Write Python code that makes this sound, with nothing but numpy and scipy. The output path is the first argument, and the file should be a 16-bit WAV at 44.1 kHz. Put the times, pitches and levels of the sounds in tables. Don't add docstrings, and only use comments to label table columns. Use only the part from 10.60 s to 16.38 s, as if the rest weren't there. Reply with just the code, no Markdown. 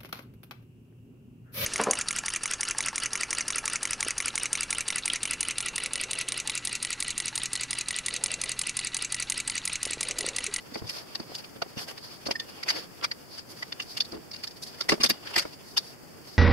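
import sys
import numpy as np
from scipy import signal
from scipy.fft import rfft, irfft, next_fast_len
from scipy.io import wavfile
from scipy.ndimage import uniform_filter1d

SR = 44100
rng = np.random.default_rng(int(sys.argv[2]) if len(sys.argv) > 2 else 0)


def gain_from_decibels(decibels):
    exponent = np.asarray(decibels, float) / 20
    return 10 ** exponent


def digitize_waveform(pressure):
    field = np.atleast_2d(pressure).T
    bounded = np.clip(field, -1, 1)
    quanta = np.round(bounded * 32767).astype(np.int16)
    wavfile.write(sys.argv[1], SR, quanta)


N = 254898


def read(points, hz):
    f, value = np.transpose(points)
    return np.interp(np.log(hz + 1), np.log(f + 1), value)


def evened(x):
    return x / np.sqrt(np.mean(x ** 2))


def coloured(x, points):
    size = next_fast_len(N)
    gain = gain_from_decibels(read(points, np.fft.rfftfreq(size, 1 / SR)))
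    return irfft(rfft(x, size) * gain, size)[..., :N]


def hiss(points):
    return evened(coloured(rng.standard_normal((2, N)), points))


def lumps(smooth_s, depth_db):
    size = max(int(smooth_s * SR), 2)
    slow = uniform_filter1d(rng.standard_normal((2, N)), size)
    slow = uniform_filter1d(slow, size)
    return gain_from_decibels(depth_db * evened(slow))


def thicket(x, depth_db, wide, long):
    spectrum = signal.stft(x, nperseg=256, noverlap=192)[2]
    patches = rng.standard_normal(spectrum.shape[1:])
    patches = uniform_filter1d(patches, wide, axis=0)
    patches = uniform_filter1d(patches, long, axis=1)
    lit = spectrum * gain_from_decibels(depth_db * evened(patches))
    return evened(signal.istft(lit, nperseg=256, noverlap=192)[1][:, :N])


def tone(hz, width_hz):
    step = np.sqrt(2 * np.pi * abs(width_hz) / SR)
    phase = np.cumsum(rng.standard_normal((2, N)), axis=1) * step
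    return np.sqrt(2) * np.sin(2 * np.pi * hz * np.arange(N) / SR + phase)


def bursts(s, db, length, peak, rise, tail_db, tail_s):
    power = np.zeros(N + SR)
    before = SR // 20
    t = np.arange(-before, SR // 5) / SR
    for start, level_db, span in zip(s, db, np.clip(length, .002, .1)):
        u = t / span - peak
        steep = rise * gain_from_decibels(-.15 * (level_db + 35))
        swell = 2 / (np.exp(np.minimum(-u / steep, 600)) + np.exp(u / 0.48))
        tail = gain_from_decibels(tail_db) * np.exp(-t / tail_s) / (1 + np.exp(-u / rise))
        at = round(start * SR)
        power[at:at + len(t)] += gain_from_decibels(2 * level_db) * (swell ** 2 + tail ** 2)
    return np.sqrt(power[before:before + N])


def ringing(modes, s, db, hz, length, spread_db, width_hz, **shape):
    rings = 0
    for mode_hz, mode_db in modes:
        octaves_off = abs(np.log2(mode_hz / hz))
        carrier = tone(mode_hz, width_hz)
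        rings = rings + carrier * bursts(s, db + mode_db - spread_db * octaves_off, length, **shape)
    return rings


def strokes(middle_s, length_s, db):
    ends_db, pointed = -9, 1.56
    t = np.arange(0, N + 64, 64) / SR
    away = abs(2 * (t - middle_s[:, None]) / length_s[:, None]) ** pointed
    power = gain_from_decibels(2 * np.maximum(db[:, None] + ends_db * away, -200)).sum(0)
    return np.sqrt(np.interp(np.arange(N) / SR, t, power))


# [dB per Hz, relative]
AIR_SPECTRUM = [(20, -11), (50, -7), (120, 4), (250, 3), (500, 0), (1000, -7), (2000, -11), (4000, -18.5),
                (8000, -20), (16000, -17.5)]


def air():
    return gain_from_decibels(-48.5) * hiss(AIR_SPECTRUM) * lumps(0.023, 0.91)


# middle_s [s], length_s [s], rub_db [dB], body_db [dB against rub], fizz_db [dB against rub]
STROKE_EVENTS = [(.01, 0.057, -56, -5, -5), (0.124, 0.072, -54, 2, -10), (0.186, 0.035, -41, -6, -13),
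                 (0.253, 0.055, -50, -4, -17), (0.327, .04, -45, -16, -10), (0.362, 0.098, -38.5, -4, -10),
                 (0.51, 0.11, -50.5, -0.5, -18), (0.627, 0.048, -50, 0, -18), (0.715, 0.08, -46.5, -2, -15),
                 (0.805, 0.023, -47.5, 1, -10), (0.967, 0.022, -58.5, 13, -13), (1.1, 0.077, -52, -4, -9),
                 (1.196, 0.042, -37.5, -0.5, -11), (1.218, .06, -39, -4, -6.5),
                 (1.286, 0.032, -45.5, 1.5, -9), (1.376, 0.04, -52, 2, -12),
                 (1.454, 0.077, -40.5, -7.5, -12.5), (1.528, 0.096, -44.5, -5.5, -12),
                 (1.826, 0.051, -49.5, -1.5, -18), (1.907, 0.051, -48, -6, -21), (1.996, 0.12, -51, 3, -19),
                 (2.08, 0.038, -44.5, 4.5, -19), (2.128, 0.048, -41.5, -1.5, -19),
                 (2.172, 0.082, -34.5, -3, -18), (2.233, 0.051, -47.5, 0.5, -13),
                 (2.752, 0.093, -42.5, -9.5, -15), (2.911, .04, -45.5, -9, -5.5),
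                 (2.997, 0.077, -45, -5.5, -8), (3.084, 0.045, -50, -5, -12),
                 (3.314, 0.067, -38.5, -14, -12), (3.543, 0.064, -49, 0, -25), (3.464, .04, -52, -5, -25),
                 (3.626, 0.037, -56, -6, -10), (3.8, 0.068, -47, -6, -21), (3.972, 0.034, -46.5, -6, -10),
                 (4.09, 0.051, -43.5, -10, -13), (4.143, 0.055, -47, -4, -17),
                 (4.214, 0.084, -45, -2.5, -11), (4.33, 0.038, -41, 4, -15), (4.535, 0.093, -45.5, -2, -24),
                 (4.658, 0.1, -48.5, 1, -14), (4.735, 0.12, -42.5, 1, -17), (4.87, 0.073, -46.5, -3.5, -11),
                 (4.932, 0.034, -48, -5, -14), (5.1, 0.1, -47.5, -19, -6.5), (5.267, 0.1, -45, -9.5, -8.5),
                 (5.689, 0.057, -46, -9.5, -8.5), (5.743, 0.044, -48, -14, -10)]
# [dB per Hz, relative]
BITE_SPECTRUM = [(1500, -60), (3000, -8), (3800, 6.5), (5000, 3.5), (6500, -7.5), (8000, -26)]
# [dB per Hz, relative]
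RUB_BODY_SPECTRUM = [(100, -50), (300, 7), (700, 4.5), (2000, 0), (3500, 1), (4200, -16.5)]
# [dB per Hz, relative]
FIZZ_SPECTRUM = [(3000, -60), (5500, 3.5), (7000, -5), (9000, -5.5), (11000, 2), (13000, -3), (16000, -11)]


def scrape():
    middle_s, length_s, rub_db, body_db, fizz_db = np.transpose(STROKE_EVENTS)
    stir = gain_from_decibels(-65.5) * lumps(0.027, 5.5)[0]
    rub_level = np.hypot(strokes(middle_s, length_s, rub_db), stir)
    body_level = np.hypot(strokes(middle_s, length_s, rub_db + body_db), gain_from_decibels(3.0) * stir)
    fizz_level = np.hypot(strokes(middle_s, length_s, rub_db + fizz_db), gain_from_decibels(-3) * stir)
    rub = gain_from_decibels(-7.5) * hiss(BITE_SPECTRUM) * rub_level
    body = gain_from_decibels(0.5) * thicket(hiss(RUB_BODY_SPECTRUM), 2.2, wide=3, long=16) * body_level
    fizz = hiss(FIZZ_SPECTRUM) * fizz_level
    grain = lumps(0.0094, 1.47)[0]
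    return (rub + body + fizz) * grain


# start_s [s], level_db [dB], pitch_hz [Hz], bench_db [dB against level], length_s [s]
KNOCK_EVENTS = [(0.119, -39, 240, -30, .012), (0.155, -29, 388, -40, 0.017), (0.217, -33, 270, -8.5, 0.014),
                (0.235, -31.5, 110, -33, 0.029), (0.598, -28, 264, -34, 0.012),
                (0.693, -39.5, 300, -31, 0.012), (0.715, -41.5, 600, -31, .012),
                (0.958, -40.5, 360, -23, 0.014), (1.02, -27, 681, -50, 0.011),
                (1.06, -40.5, 460, -25, 0.011), (1.17, -27.5, 175, -21, 0.0074),
                (1.663, -28.5, 360, -25, 0.009), (1.685, -30, 530, -32, 0.015),
                (1.708, -27, 605, -26, 0.0066), (2.422, -39.5, 826, -24, 0.014),
                (3.522, -33, 335, -26, 0.041), (3.555, -41, 330, -18, 0.047),
                (4.288, -26.5, 354, -28, 0.027), (4.319, -16.5, 361, -40, 0.012),
                (4.329, -20, 325, -44, 0.015), (4.378, -37, 430, -30, 0.01), (4.4, -29, 252, -28, 0.017),
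                (4.436, -25, 463, -42, 0.016), (4.441, -30.5, 232, -35, 0.024),
                (4.494, -26, 266, -48, 0.024), (4.765, -30, 294, -25, 0.024), (4.77, -33, 226, -29, 0.013),
                (4.804, -37.5, 604, -30, .012), (4.85, -30.5, 394, -23, 0.013)]
# [dB, relative]
WOOD_MODES = [(110, -4), (175, 2.3), (238, 0.5), (334, -0.5), (430, -1), (550, 2.3), (680, -4), (760, -10)]
# [dB per Hz, relative]
PUFF_SPECTRUM = [(20, -50), (50, -39), (120, -11), (300, 0), (700, -3), (1400, -11.5), (2500, -25),
                 (5000, -60)]


def knocks():
    s, db, hz, bench_db, length = np.transpose(KNOCK_EVENTS)
    shape = dict(peak=0.36, rise=0.21, tail_db=-11.0, tail_s=0.016)
    boards = gain_from_decibels(-6.0) * ringing(WOOD_MODES, s, db, hz, length, spread_db=15.0, width_hz=10.17, **shape)
    puff_db = db + 4.5 * np.log2(hz / 350)
    puff = gain_from_decibels(-5) * hiss(PUFF_SPECTRUM) * bursts(s, puff_db, 0.57 * length, **shape)
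    bench = gain_from_decibels(6) * tone(71.8, 7.7) * bursts(s, db + bench_db, 0.71 * length, **shape)
    return boards + puff + bench


# start_s [s], level_db [dB], pitch_hz [Hz, part struck], length_s [s]
PING_EVENTS = [(0.292, -45, 2400, .012), (1.174, -46, 5800, .02), (1.755, -31.5, 1820, 0.0095),
               (1.756, -43.5, 5160, 0.014), (1.797, -43, 1820, 0.025), (1.867, -59.5, 2860, 0.1),
               (2.087, -36, 6440, 0.018), (2.09, -51, 10700, .018), (3.026, -36, 1980, 0.0087),
               (3.205, -35, 2860, 0.011), (4.298, -52, 15300, .013), (4.411, -49, 9400, .016),
               (4.432, -33, 15300, .016), (4.433, -23.5, 5800, 0.0081), (4.446, -46, 9900, .012),
               (4.496, -23, 13040, .009), (4.493, -31, 14600, .011), (4.497, -40, 10400, .015),
               (4.525, -55, 2860, .06), (4.774, -39, 7940, 0.019)]
# [dB, relative]
PLATE_MODES = [(1820, 3), (1980, 2.5), (2400, 0), (2860, -2), (5160, -2.5), (5800, 0), (6440, 0), (7940, 0),
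               (9400, 0), (10400, 2), (12800, 2.5), (13400, 0), (14600, 0), (15300, 0)]


def pings():
    s, db, hz, length = np.transpose(PING_EVENTS)
    shape = dict(peak=0.16, rise=0.16, tail_db=-34, tail_s=.02)
    return ringing(PLATE_MODES, s, db, hz, length, spread_db=130, width_hz=7.4, **shape)


# start_s [s], level_db [dB], body_db [dB against level], sizzle_db [dB against level], pitch_hz [Hz]
CLANK_EVENTS = [(0.142, -25, -20, -23.5, 2020), (0.155, -35, -2, -29.5, 2320),
                (0.2716, -30, -16, -19, 3350), (0.293, -23, -12, -18.5, 2350),
                (0.3816, -27, -18, -26, 2270), (0.5511, -20, -13, -27.5, 1020),
                (0.599, -28.5, -20, -28, 1690), (0.7482, -23, -16.5, -21.5, 3200),
                (0.781, -30, -18, -18.5, 2760), (0.843, -33.5, -8, -26, 2520), (1.02, -20, -6.5, -30, 1250),
                (1.176, -32.5, -3, -19, 2970), (1.282, -33.5, -6, -15, 1580),
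                (1.378, -32, -11, -22.5, 1020), (1.6584, -27.5, -12.5, -25, 2320),
                (1.6674, -19, -15.5, -27, 1120), (1.71, -17, -9, -25.5, 2360),
                (1.756, -32.5, -6.5, -26, 1820), (1.7981, -19, -16, -29.5, 3470),
                (2.0307, -21, -12.5, -27.5, 2060), (2.084, -19.5, -7.5, -20, 2000),
                (2.093, -18.5, -13, -21, 1520), (2.1015, -13.5, -11, -25.5, 2180),
                (2.411, -39, -5, -31, 1330), (2.429, -27.5, -5.5, -22, 1340), (2.44, -15.5, -8, -23, 1300),
                (2.5142, -19, -13, -31, 1990), (2.781, -33, -11, -16.5, 3030),
                (3.025, -27.5, -6, -25, 1950), (3.1232, -24, -10.5, -33, 3320),
                (3.1997, -22, -8, -29, 2760), (3.219, -30.5, -17, -17.5, 2810),
                (3.37, -18.5, -15.5, -21, 2900), (3.404, -9.5, -18, -31.5, 3330),
                (3.418, -26, -22, -32, 3480), (3.448, -31, -25, -23, 2440), (3.5198, -30, -17, -27, 1290),
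                (3.713, -28, -23, -31, 2320), (3.7344, -29.5, -26, -27, 2770),
                (3.7445, -32, -13, -32, 2440), (3.7606, -30.5, -16, -28, 2600),
                (3.836, -22, -14.5, -22, 2460), (3.872, -24, -20, -25, 1780), (3.91, -36.5, -22, -21, 2480),
                (4.0252, -29.5, -17, -13, 1610), (4.066, -33, -18, -17, 1970),
                (4.208, -14.5, -15.5, -27.5, 1290), (4.291, -7.5, -9.5, -23.5, 1985),
                (4.304, -21, -16, -20, 1350), (4.3194, -16, -4.5, -23.5, 1140),
                (4.337, -29, -11, -21, 1350), (4.4055, -23, -9, -22, 3060), (4.412, -18.5, -11, -25, 2430),
                (4.4342, -8.5, -15.5, -21.5, 1060), (4.441, -8.5, -14.5, -22, 2200),
                (4.459, -11.5, -21.5, -25.5, 3750), (4.494, -13.5, -19, -18.5, 2500),
                (4.502, -13.5, -10, -25.5, 2470), (4.47, -24, -15, -32, 3600),
                (4.6704, -27.5, -6.5, -28, 1640), (4.739, -27, -8.5, -22, 2770),
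                (4.7592, -14, -6.5, -22, 1820), (4.779, -11, -10.5, -18, 2340),
                (4.79, -20, -14, -18.5, 2000), (4.8176, -27.5, -7, -16, 1780), (4.8524, -41, 4, -32, 1210),
                (4.933, -36, -17, -23, 2700), (5.1678, -18, -14, -27, 3020), (5.1735, -9, -18, -23.5, 3570)]
# [dB, relative]
STEEL_MODES = [(1140, -6), (1350, -7), (1590, -9), (1814, -7.5), (1980, -5.5), (2190, -7.5), (2430, -8),
               (2770, -2), (3000, -6), (3460, -1.5), (3620, 1.5)]
# [dB per Hz, relative]
BODY_SPECTRUM = [(250, -60), (500, -4.5), (1000, -1.5), (2000, 3), (3500, 1), (4200, -18), (7000, -55)]
# [dB per Hz, relative]
SIZZLE_SPECTRUM = [(3000, -62), (5500, 11), (7000, 4), (10000, 5), (13000, 3.5), (16000, -19)]


def clanks():
    s, db, body_db, sizzle_db, hz = np.transpose(CLANK_EVENTS)
    grind_db = sizzle_db + 25.5
    length = 0.012 * np.exp(0.0534 * grind_db)
    ring_db = -0.5 - 0.4 * grind_db
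    shape = dict(peak=0.2, rise=0.21, tail_db=-26.0, tail_s=0.031)
    bite_noise = thicket(hiss(BITE_SPECTRUM), 4.15, wide=2, long=10)
    body_noise = thicket(hiss(BODY_SPECTRUM), 4.0, wide=2, long=10)
    sizzle_noise = thicket(hiss(SIZZLE_SPECTRUM), 2.5, wide=3, long=12)
    bite = gain_from_decibels(-14.5) * bite_noise * bursts(s, db, length, **shape)
    body = gain_from_decibels(-3.5) * body_noise * bursts(s, db + body_db, length, **shape)
    sizzle = gain_from_decibels(-1.0) * sizzle_noise * bursts(s, db + sizzle_db, length, **shape)
    chatter = lumps(0.00086, 2.0)
    rings = gain_from_decibels(2.5) * ringing(STEEL_MODES, s, db + body_db + ring_db, hz, 0.83 * length,
                               spread_db=49, width_hz=19.55, **shape)
    return (bite + body + sizzle) * chatter + rings


def scene():
    return clanks() + pings() + knocks() + scrape() + air()


# pitch_hz [Hz], gain_db [dB]
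HOUSING_RESPONSE = [(3000, -0.5), (3700, -2.5), (3950, -3), (4060, -10.5), (4180, -1), (4400, 7),
                    (4750, 10.5), (5250, 7), (5800, 1), (6600, 2), (15700, -3.5), (15950, -50)]


def housing(dry):
    return coloured(dry, HOUSING_RESPONSE)


def low_pass(x):
    return signal.sosfilt(signal.butter(12, 16800, fs=SR, output="sos"), x)


def record(dry):
    mix = housing(dry)
    return low_pass(mix)


dry = scene()
out = record(dry)
digitize_waveform(out)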